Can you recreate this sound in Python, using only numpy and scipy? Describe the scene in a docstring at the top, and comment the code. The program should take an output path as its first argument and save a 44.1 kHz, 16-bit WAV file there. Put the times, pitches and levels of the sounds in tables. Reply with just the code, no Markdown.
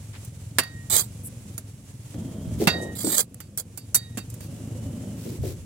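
"""A single-cylinder engine throbs some way off in an open work yard; close by, a steel trowel
scoops wet concrete into a metal mould. Sand grains rasp along the blade as filtered random snaps,
the blade clinks on the mould and rings in decaying modes until it is damped, loose concrete swishes
and dull thuds fall as noise bursts. The engine is one set of exhaust modes per firing, with gas
puffs and gear whine; a faint hiss lies behind."""
import sys
import numpy as np
from scipy import signal
from scipy.fft import rfft, irfft, next_fast_len
from scipy.io import wavfile
from scipy.ndimage import uniform_filter1d

SR = 44100
rng = np.random.default_rng(int(sys.argv[2]) if len(sys.argv) > 2 else 0)


def unload_audio(sound):
    """Save the sound as a 16-bit wav file, at the path given as the first command line argument."""
    columns = np.transpose(np.atleast_2d(sound))
    # keep every value between -1 and 1, then stretch to whole-number steps
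    steps = np.round(np.clip(columns, -1, 1) * 32767)
    wavfile.write(sys.argv[1], SR, steps.astype(np.int16))


N = 249165
TIME = np.arange(N) / SR

# Engine speed. Each row: time in seconds, firings per second.
ENGINE_SPEED = [(0, 21.46), (.65, 21.02), (1.0, 22.83), (1.4, 23.02), (1.85, 19.36), (2.125, 18.3),
                (2.15, 30.3), (2.7, 29.76), (3.3, 23.95), (3.9, 21.98), (4.25, 22.75), (4.5, 25.76),
                (5.05, 28.8), (5.65, 20.1)]
# Likeness of the two microphones. Each row: frequency in Hz, likeness from 0 to 1.
LIKENESS = [(60, 0.89), (300, 0.88), (700, 0.46), (1500, 0.14), (3500, 0.05), (7000, 0.022), (16000, 0.062)]


def clinks(rise_s=0.00013, choke_s=0.008, yard_db=-23, yard_t60_s=0.34, ripple_db=6.0, beat_depth=0.37):
    """Each contact is a knock of the mould, a tick of steel on grit, and the blade's free ring."""
    # Blade modes. Each row: frequency in Hz, level in dB, t60 in seconds.
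    blade_modes = [(1249, -16, .16), (1472, -9, .17), (1640, -11, .16), (1874, -12, .95), (2090, -12, .18),
                   (2509, -8, .13), (2709, 2, .13), (3360, -11, .12), (3564, -9, .13), (3796, -7, .39),
                   (4330, -13, .14), (4586, -1, .21), (5150, -18, .18), (5880, -17, .1), (6540, -15, .1),
                   (6820, -13, .11), (7553, -19, .15), (11670, -20, .1)]
    # Mould knock spectrum. Each row: frequency in Hz, level in dB.
    knock_spectrum = [(60, -26), (200, 6), (450, -5), (750, 1), (1000, -3.5), (1500, 1), (2800, -6.5),
                      (4500, -6.5), (8000, -21)]
    # Steel-on-grit spectrum. Each row: frequency in Hz, level in dB.
    tick_spectrum = [(500, -48), (3000, -30), (5500, -11), (7700, -2.5), (9500, 1), (11200, -2),
                     (13000, -6.5), (15000, -6.5), (17000, -26)]
    out = np.zeros((2, N))
    t = np.arange(2 * SR // 5) / SR
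    hz, db, t60_s = np.transpose(blade_modes)[:, :, None]
    # higher modes reach the two microphones further out of step
    lag = np.arccos(np.clip(read(LIKENESS, hz), 0, 1))
    for s, knock_db, tick_db, contact_t60_s, ring_db, tilt_db, free_s, spot in contacts():
        phase = rng.uniform(0, 2 * np.pi, hz.shape)
        # bending waves shorten with the root of frequency; a mode struck on its node stays silent
        reach = np.cos(.2 * spot * np.sqrt(hz))
        modes = reach * amp(db + tilt_db * np.log2(hz / 3000)) * fade(t, t60_s)
        # close pairs of modes beat against each other
        beat_hz = rng.uniform(1.96, 34.3, hz.shape)
        modes = modes * (1 + beat_depth * np.sin(2 * np.pi * beat_hz * t))
        ring = np.array([(modes * np.sin(2 * np.pi * hz * t + phase + side * lag)).sum(0)
                         for side in (0, 1)])
        damping = np.exp(-np.maximum(t - free_s, 0) / choke_s)
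        ring *= (1 - np.exp(-t / 0.01)) * damping
        knock = burst(t, knock_spectrum, contact_t60_s, rise_s, ripple_db / 2)
        knock = knock + amp(yard_db) * burst(t, knock_spectrum, yard_t60_s, 0.0104)
        tick = burst(t, tick_spectrum, contact_t60_s, rise_s, ripple_db)
        add(out, s, amp(knock_db) * knock + amp(tick_db) * tick + amp(ring_db) * ring)
    return out


def contacts(touches=3, rebound_s=0.0067, blow_t60_s=0.06, tap_tilt_db=16, tap_free_s=.075, tap_spot=0.867):
    """Every touch: a blow rings, then chatters in quick rebounds; a tap rings brightly and briefly."""
    # Free blade on the mould. Each row: start in seconds, knock level in dB, tick level in dB,
    # ring level in dB, ring tilt in dB per octave, seconds until damped,
    # spot struck from tip 0 to heel 1, change at each rebound in dB.
    blows = [(.5849, -12, -14, -24.5, -1, 0.31, 0.67, -9.5),
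             (2.672, -9.5, -20.5, -14.5, 1, 0.275, 0.056, -8),
             (3.9452, -29.5, -11.5, -30, 8.5, .23, 0.745, -1.5),
             (4.173, -32.5, -31.5, -37, -2, 0.058, 0.95, -3.5)]
    # Loaded blade on a stone or the rim. Each row: start in seconds, tick level in dB,
    # knock level in dB, ring level in dB, contact t60 in seconds.
    taps = [(0.248, -39, -69, -75, 0.053), (0.634, -36, -35, -60, 0.038), (1.579, -27, -37.5, -71, 0.049),
            (2.143, -50, -41, -75, 0.016), (3.344, -33.5, -46, -70, .015), (3.403, -38, -41, -55.5, .07),
            (3.575, -22, -45, -63, 0.069), (3.775, -31, -41, -50, 0.058), (4.301, -36.5, -61, -76, 0.037),
            (4.341, -39, -52, -76, 0.038), (4.406, -42, -45, -56, 0.058)]
    for s, knock_db, tick_db, ring_db, tilt_db, free_s, spot, rebound_db in blows:
        for k in range(touches):
            touch_ring_db = ring_db if k == 0 else -np.inf
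            change_db = k * rebound_db
            yield (s + k * rebound_s, knock_db + change_db, tick_db + change_db, blow_t60_s,
                   touch_ring_db, tilt_db, free_s, spot)
    for s, tick_db, knock_db, ring_db, t60_s in taps:
        yield s, knock_db, tick_db, t60_s, ring_db, tap_tilt_db, tap_free_s, tap_spot


def scrapes(grains_per_s=8000, spread_db=3, judder_db=3.5, plate_t60_s=0.023, ripple_db=5.5,
            cycles_per_s=5, screech_db=11, plates=3):
    """Sand grains snap against the blade, whose resonances keep shifting in a steady rotation."""
    # Strokes through the concrete. Each row: start in seconds, push in seconds,
    # release in seconds, peak pressure in dB.
    strokes = [(0.898, 0.065, .085, -20), (2.952, 0.23, .055, -21.5), (3.575, 0.011, 0.038, -29.5)]
    # Rasp spectrum. Each row: frequency in Hz, level in dB per Hz.
    rasp_spectrum = [(200, -25), (370, -12), (1500, -14), (2400, -16.5), (2750, -29.5), (3250, -10),
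                     (4800, -11), (6200, -21), (7900, -3), (9200, -6.5), (12500, -8.5), (16000, -17.5)]
    pressure = sum(stroke(*row) for row in strokes)
    sizes = amp(spread_db * np.minimum(rng.exponential(1, N), 4)) * rng.choice([-1, 1], N)
    grains = sizes * (rng.random(N) < grains_per_s / SR)
    judder = amp(judder_db * unit(uniform_filter1d(rng.standard_normal(N), size=160)))  # stick and slip
    t = np.arange(SR // 16) / SR
    middle = len(t) // 2
    rasp = np.zeros((2, N))
    for k in range(plates):
        # random phases smear each snap in time; ripples give the plate its resonances
        smear = rfft(noise(len(t)) * np.roll(fade(t, plate_t60_s), middle))
        flat = irfft(smear / np.abs(smear), len(t))
        plate = unit(rippled(flat, ripple_db, spacing_hz=154.7))
        # the plates take turns
        share = np.maximum(np.cos(2 * np.pi * (cycles_per_s * TIME + k / plates)), 0)
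        snaps = (grains * judder * share)[None]
        rasp += signal.oaconvolve(snaps, plate, axes=1)[:, middle:][:, :N]
    # under high pressure the steel edge screeches: this part grows with pressure squared
    screech = amp(screech_db) * unit(colour(rasp, hump(7040, 0.23))) * pressure
    return (unit(colour(rasp, rasp_spectrum)) + screech) * pressure


def stroke(start_s, push_s, release_s, peak_db, bite_s=0.0019, push_db_per_s=76, release_db=-24):
    """Pressure on the blade: the edge bites, digs in steadily, and lifts out ever faster."""
    past_peak_s = TIME - start_s - push_s
    push_part_db = push_db_per_s * np.minimum(past_peak_s, 0)
    lift_part_db = release_db * np.clip(past_peak_s / release_s, 0, 2) ** 2
    bite = np.clip((TIME - start_s) / bite_s, 0, 1)
    return bite * amp(peak_db + push_part_db + lift_part_db)


def crumbs(grit_db=3):
    """Loose concrete slides off the blade or under the hand: soft gritty noise swishes."""
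    # Each row: start in seconds, length in seconds, level in dB before the fades, centre in Hz,
    # octaves from the centre to -6 dB.
    swishes = [(0.124, 0.063, -47.5, 1890, 1.14), (1.23, 0.062, -36.5, 10100, 0.35),
               (2.582, 0.093, -36.5, 4220, 2.7), (2.593, 0.36, -34, 388, 0.8),
               (2.81, 0.047, -41.5, 7760, 0.48), (4.399, 0.075, -48, 7000, 2.5),
               (5.134, 0.28, -46.5, 5500, 4), (5.407, 0.15, -42, 5860, 8.4)]
    out = np.zeros((2, N))
    for s, length_s, db, hz, octaves in swishes:
        size = int(length_s * SR)
        grit = amp(grit_db * unit(uniform_filter1d(rng.standard_normal(SR), size=60)))
        swish = unit(colour(noise(SR) * grit, hump(hz, octaves)))[:, :size]
        add(out, s, amp(db) * swish * np.sqrt(np.hanning(size)))
    return out


def thuds(octaves=0.61, rise_s=0.00037):
    """Soft low blows with no ring: decaying noise around one pitch."""
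    # Each row: start in seconds, level in dB, pitch in Hz, t60 in seconds.
    dull_blows = [(2.47, -28, 93, 1), (2.602, -19.5, 280, 0.26), (2.616, -22.5, 410, 0.18),
                  (3.041, -23, 267, 0.27), (3.073, -20, 320, 0.067), (4.172, -26, 206, 0.099),
                  (5.253, -32, 274, 0.57), (5.386, -27, 101, 1), (5.436, -29.5, 356, 0.38)]
    out = np.zeros((2, N))
    t = np.arange(SR // 2) / SR
    for s, db, hz, t60_s in dull_blows:
        add(out, s, amp(db) * burst(t, hump(hz, octaves), t60_s, rise_s))
    return out


def engine(boom_db=-1, bark_db=-2, gas_db=-6, puff_turns=1.0, rumble_db=-11, pull_db=1.3):
    """One pulse a firing: a low boom always; a harder bark, puffs of gas and gear whine under load."""
    # Low exhaust modes. Each row: frequency in Hz, level in dB, t60 in seconds.
    pipe_modes = [(68.4, -25, 0.044), (108.7, -3, 0.11), (135.8, -11.5, 0.13)]
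    # Upper exhaust modes. Each row: frequency in Hz, level in dB, t60 in seconds.
    bark_modes = [(165.3, 4, 0.13), (214.5, -1, 0.24), (259.8, -2, 0.18), (328.5, -10, 0.15),
                  (465, -14, 0.21), (556, -9, 0.077)]
    # Exhaust puff spectrum. Each row: frequency in Hz, level in dB.
    gas_spectrum = [(100, -9), (200, 5.5), (300, -1.5), (450, -11.5), (650, -12), (900, -21), (1500, -26.5),
                    (4000, -38)]
    turns = .13 + np.cumsum(along(ENGINE_SPEED)) / SR  # one turn per firing
    firings_s = TIME[np.diff(np.floor(turns), prepend=-1) > 0]
    puffs = unit(colour(noise(N) * (.5 + np.exp(-(turns % 1) / puff_turns)), gas_spectrum))
    rumble = unit(colour(noise(N), hump(85, 0.87)))  # scattered around the yard
    boom = amp(boom_db) * exhaust(firings_s, pipe_modes, rise_s=0.0069, uneven_db=2.5, detune=0.069)
    boom = boom + amp(rumble_db) * rumble
    bark = amp(bark_db) * exhaust(firings_s, bark_modes, rise_s=0.0031, uneven_db=3.5, detune=0.046)
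    bark = bark + amp(gas_db) * puffs + whine(turns)
    # the boom swells while the engine gains speed
    boom_gain = background(idle_db=-38.5, load_db=2.1, dip_share=0.68) * amp(pull_db * pull())
    bark_gain = background(idle_db=-49, load_db=13.56, dip_share=0.48)
    return boom_gain * boom + bark_gain * bark


def exhaust(firings_s, modes, rise_s, uneven_db, detune):
    """Each firing rings the exhaust; the hot gas shifts its modes a little from one to the next."""
    out = np.zeros((1, N))
    t = np.arange(SR // 9) / SR
    hz, db, t60_s = np.transpose(modes)[:, :, None]
    shape = amp(db) * fade(t, t60_s) * (1 - np.exp(-t / rise_s))
    chance = rng.standard_normal((len(firings_s), 2, len(modes), 1))
    for s, (level, shift) in zip(firings_s, chance):
        tone = np.sin(2 * np.pi * hz * (1 + detune * shift) * t)
        ring = amp(uneven_db * level) * shape * tone
        add(out, s, ring.sum(0, keepdims=True))
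    return unit(out)


def whine(turns):
    """Gear teeth mesh at multiples of the firing rate, with a wandering phase."""
    # Each row: multiple of the firing rate, level in dB, line width in Hz.
    gears = [(21.12, -22, 13.9), (107.2, -29.5, 172)]
    wander = np.cumsum(rng.standard_normal(N)) * np.sqrt(2 * np.pi / SR)
    return sum(amp(db) * unit(np.sin(2 * np.pi * k * turns + np.sqrt(width_hz) * wander))
               for k, db, width_hz in gears)


def load(idle_rate=21.07, full_rate=27.73):
    """How hard the engine works, 0 to 1 between two firing rates (per second)."""
    return np.clip((along(ENGINE_SPEED) - idle_rate) / (full_rate - idle_rate), 0, 1)


def pull(full_gain=2.8):
    """Towards -1 as the engine slows, +1 as it gains speed; full_gain in firings per s, per s."""
    gaining = np.gradient(along(ENGINE_SPEED)) * SR
    return uniform_filter1d(np.tanh(gaining / full_gain), size=SR // 2)


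def yard(waver_db=1.6):
    """A faint, slightly wavering outdoor hiss of filtered noise."""
    # Hiss spectrum. Each row: frequency in Hz, level in dB per Hz.
    hiss_spectrum = [(250, -5), (450, 0), (1060, -6), (1760, -7), (2840, -5.5), (4500, -8), (7400, -3.5),
                     (9900, -3.5), (16000, -21)]
    # Stereo balance. Each row: frequency in Hz, left minus right in dB.
    hiss_balance = [(500, 3), (2000, -1), (4500, -2), (7500, -9.5), (11000, 6), (15000, -17.5)]
    waver = amp(waver_db * unit(uniform_filter1d(rng.standard_normal(N), size=1500)))
    hiss = unit(colour(rippled(noise(N), ripple_db=-0.5, spacing_hz=315), hiss_spectrum))
    return shade(hiss, hiss_balance) * waver * background(idle_db=-53, load_db=0.97, dip_share=1)


def background(idle_db, load_db, dip_share):
    """Layer gain: rises with the engine's load, sinks in a few dips, two short and one long."""
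    # Each row: deepest point in seconds, depth in dB, fall in seconds, recovery in seconds.
    dips = [(.67, 5, 0.094, 0.065), (1.83, 3, 0.29, 0.23), (3.22, 11, 0.36, 1.22)]
    dip_db = sum(along([(s - fall_s, 0), (s, depth_db), (s + recovery_s, 0)])
                 for s, depth_db, fall_s, recovery_s in dips)
    return amp(idle_db + load_db * load() - dip_share * dip_db)


def amp(db):
    """Decibels to gain."""
    return 10 ** (np.asarray(db) / 20)


def unit(x):
    """Scales to rms 1."""
    return x / np.sqrt(np.mean(x ** 2) + 1e-20)


def along(curve):
    """A curve of (s, value) at every sample."""
    return np.interp(TIME, *np.transpose(curve))


def read(points, hz):
    """A table of (Hz, value) on a log-frequency axis."""
    f, value = np.transpose(points)
    return np.interp(np.log(hz + 1), np.log(f + 1), value)


def add(mix, s, sound):
    """Mixes a sound in at time s."""
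    part = mix[:, max(0, round(s * SR)):][:, :sound.shape[1]]
    part += sound[:, :part.shape[1]]


def colour(x, points, scale=1):
    """Filters by a spectrum in dB."""
    size = next_fast_len(x.shape[-1], real=True)
    gain = amp(scale * read(points, np.fft.rfftfreq(size, 1 / SR)))
    return irfft(rfft(x, size) * gain, size)[..., :x.shape[-1]]


def shade(x, points):
    """Splits a left-right level difference between the two microphones."""
    return colour(x, points, np.array([[.5], [-.5]]))


def noise(size):
    """White noise at two microphones: alike in the bass, nearly unrelated in the treble."""
    a, b = rfft(rng.standard_normal((2, size)))
    same = np.clip(read(LIKENESS, np.fft.rfftfreq(size, 1 / SR)), 0, 1)
    return irfft(np.array([a, same * a + np.sqrt(1 - same ** 2) * b]), size)


def hump(hz, octaves):
    """A bell-shaped spectrum around hz, 6 dB down at the given octaves either side."""
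    return [(hz * 2 ** (k * octaves), -6 * k * k) for k in range(-4, 5)]


def fade(t, t60_s):
    """Exponential decay by 60 dB in t60_s."""
    return np.exp(-np.log(1000) * t / t60_s)


def burst(t, spectrum, t60_s, rise_s, ripple_db=0):
    """A coloured burst that dies away, of the same energy whatever its grain."""
    shape = fade(t, t60_s) * (1 - np.exp(-t / rise_s))
    grain = colour(rippled(noise(len(t)), ripple_db), spectrum)
    return unit(grain * shape) * np.sqrt(np.mean(shape ** 2))


def rippled(x, ripple_db, spacing_hz=230):
    """Random peaks and dips in the spectrum, as from crowded, quickly damped resonances."""
    hz = np.arange(0, SR / 2, spacing_hz)
    heights = np.clip(rng.standard_normal(len(hz)), -2, 2)
    return colour(x, np.transpose([hz, ripple_db * heights]))


def scene():
    """Trowel close by with its own stereo balance; engine in the middle; hiss behind."""
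    # Trowel balance. Each row: frequency in Hz, left minus right in dB.
    trowel_balance = [(100, -12), (600, 3.5), (1800, -3.5), (4400, -7.5), (7500, -15), (10000, 0),
                      (15000, -13)]
    trowel = shade(clinks() + scrapes(), trowel_balance)
    return trowel + crumbs() + thuds() + engine() + yard()


def record(dry, low_hz=48, edge_hz=16050):
    """The microphone's bass roll-off, the full-scale limit, then the band limit."""
    thin = signal.sosfilt(signal.butter(3, low_hz, "high", fs=SR, output="sos"), dry)
    lowpass = signal.firwin(401, edge_hz, window=("kaiser", 8), fs=SR)
    return signal.oaconvolve(np.clip(thin, -1, 1), lowpass[None], "same")


dry = scene()
out = record(dry)
unload_audio(out)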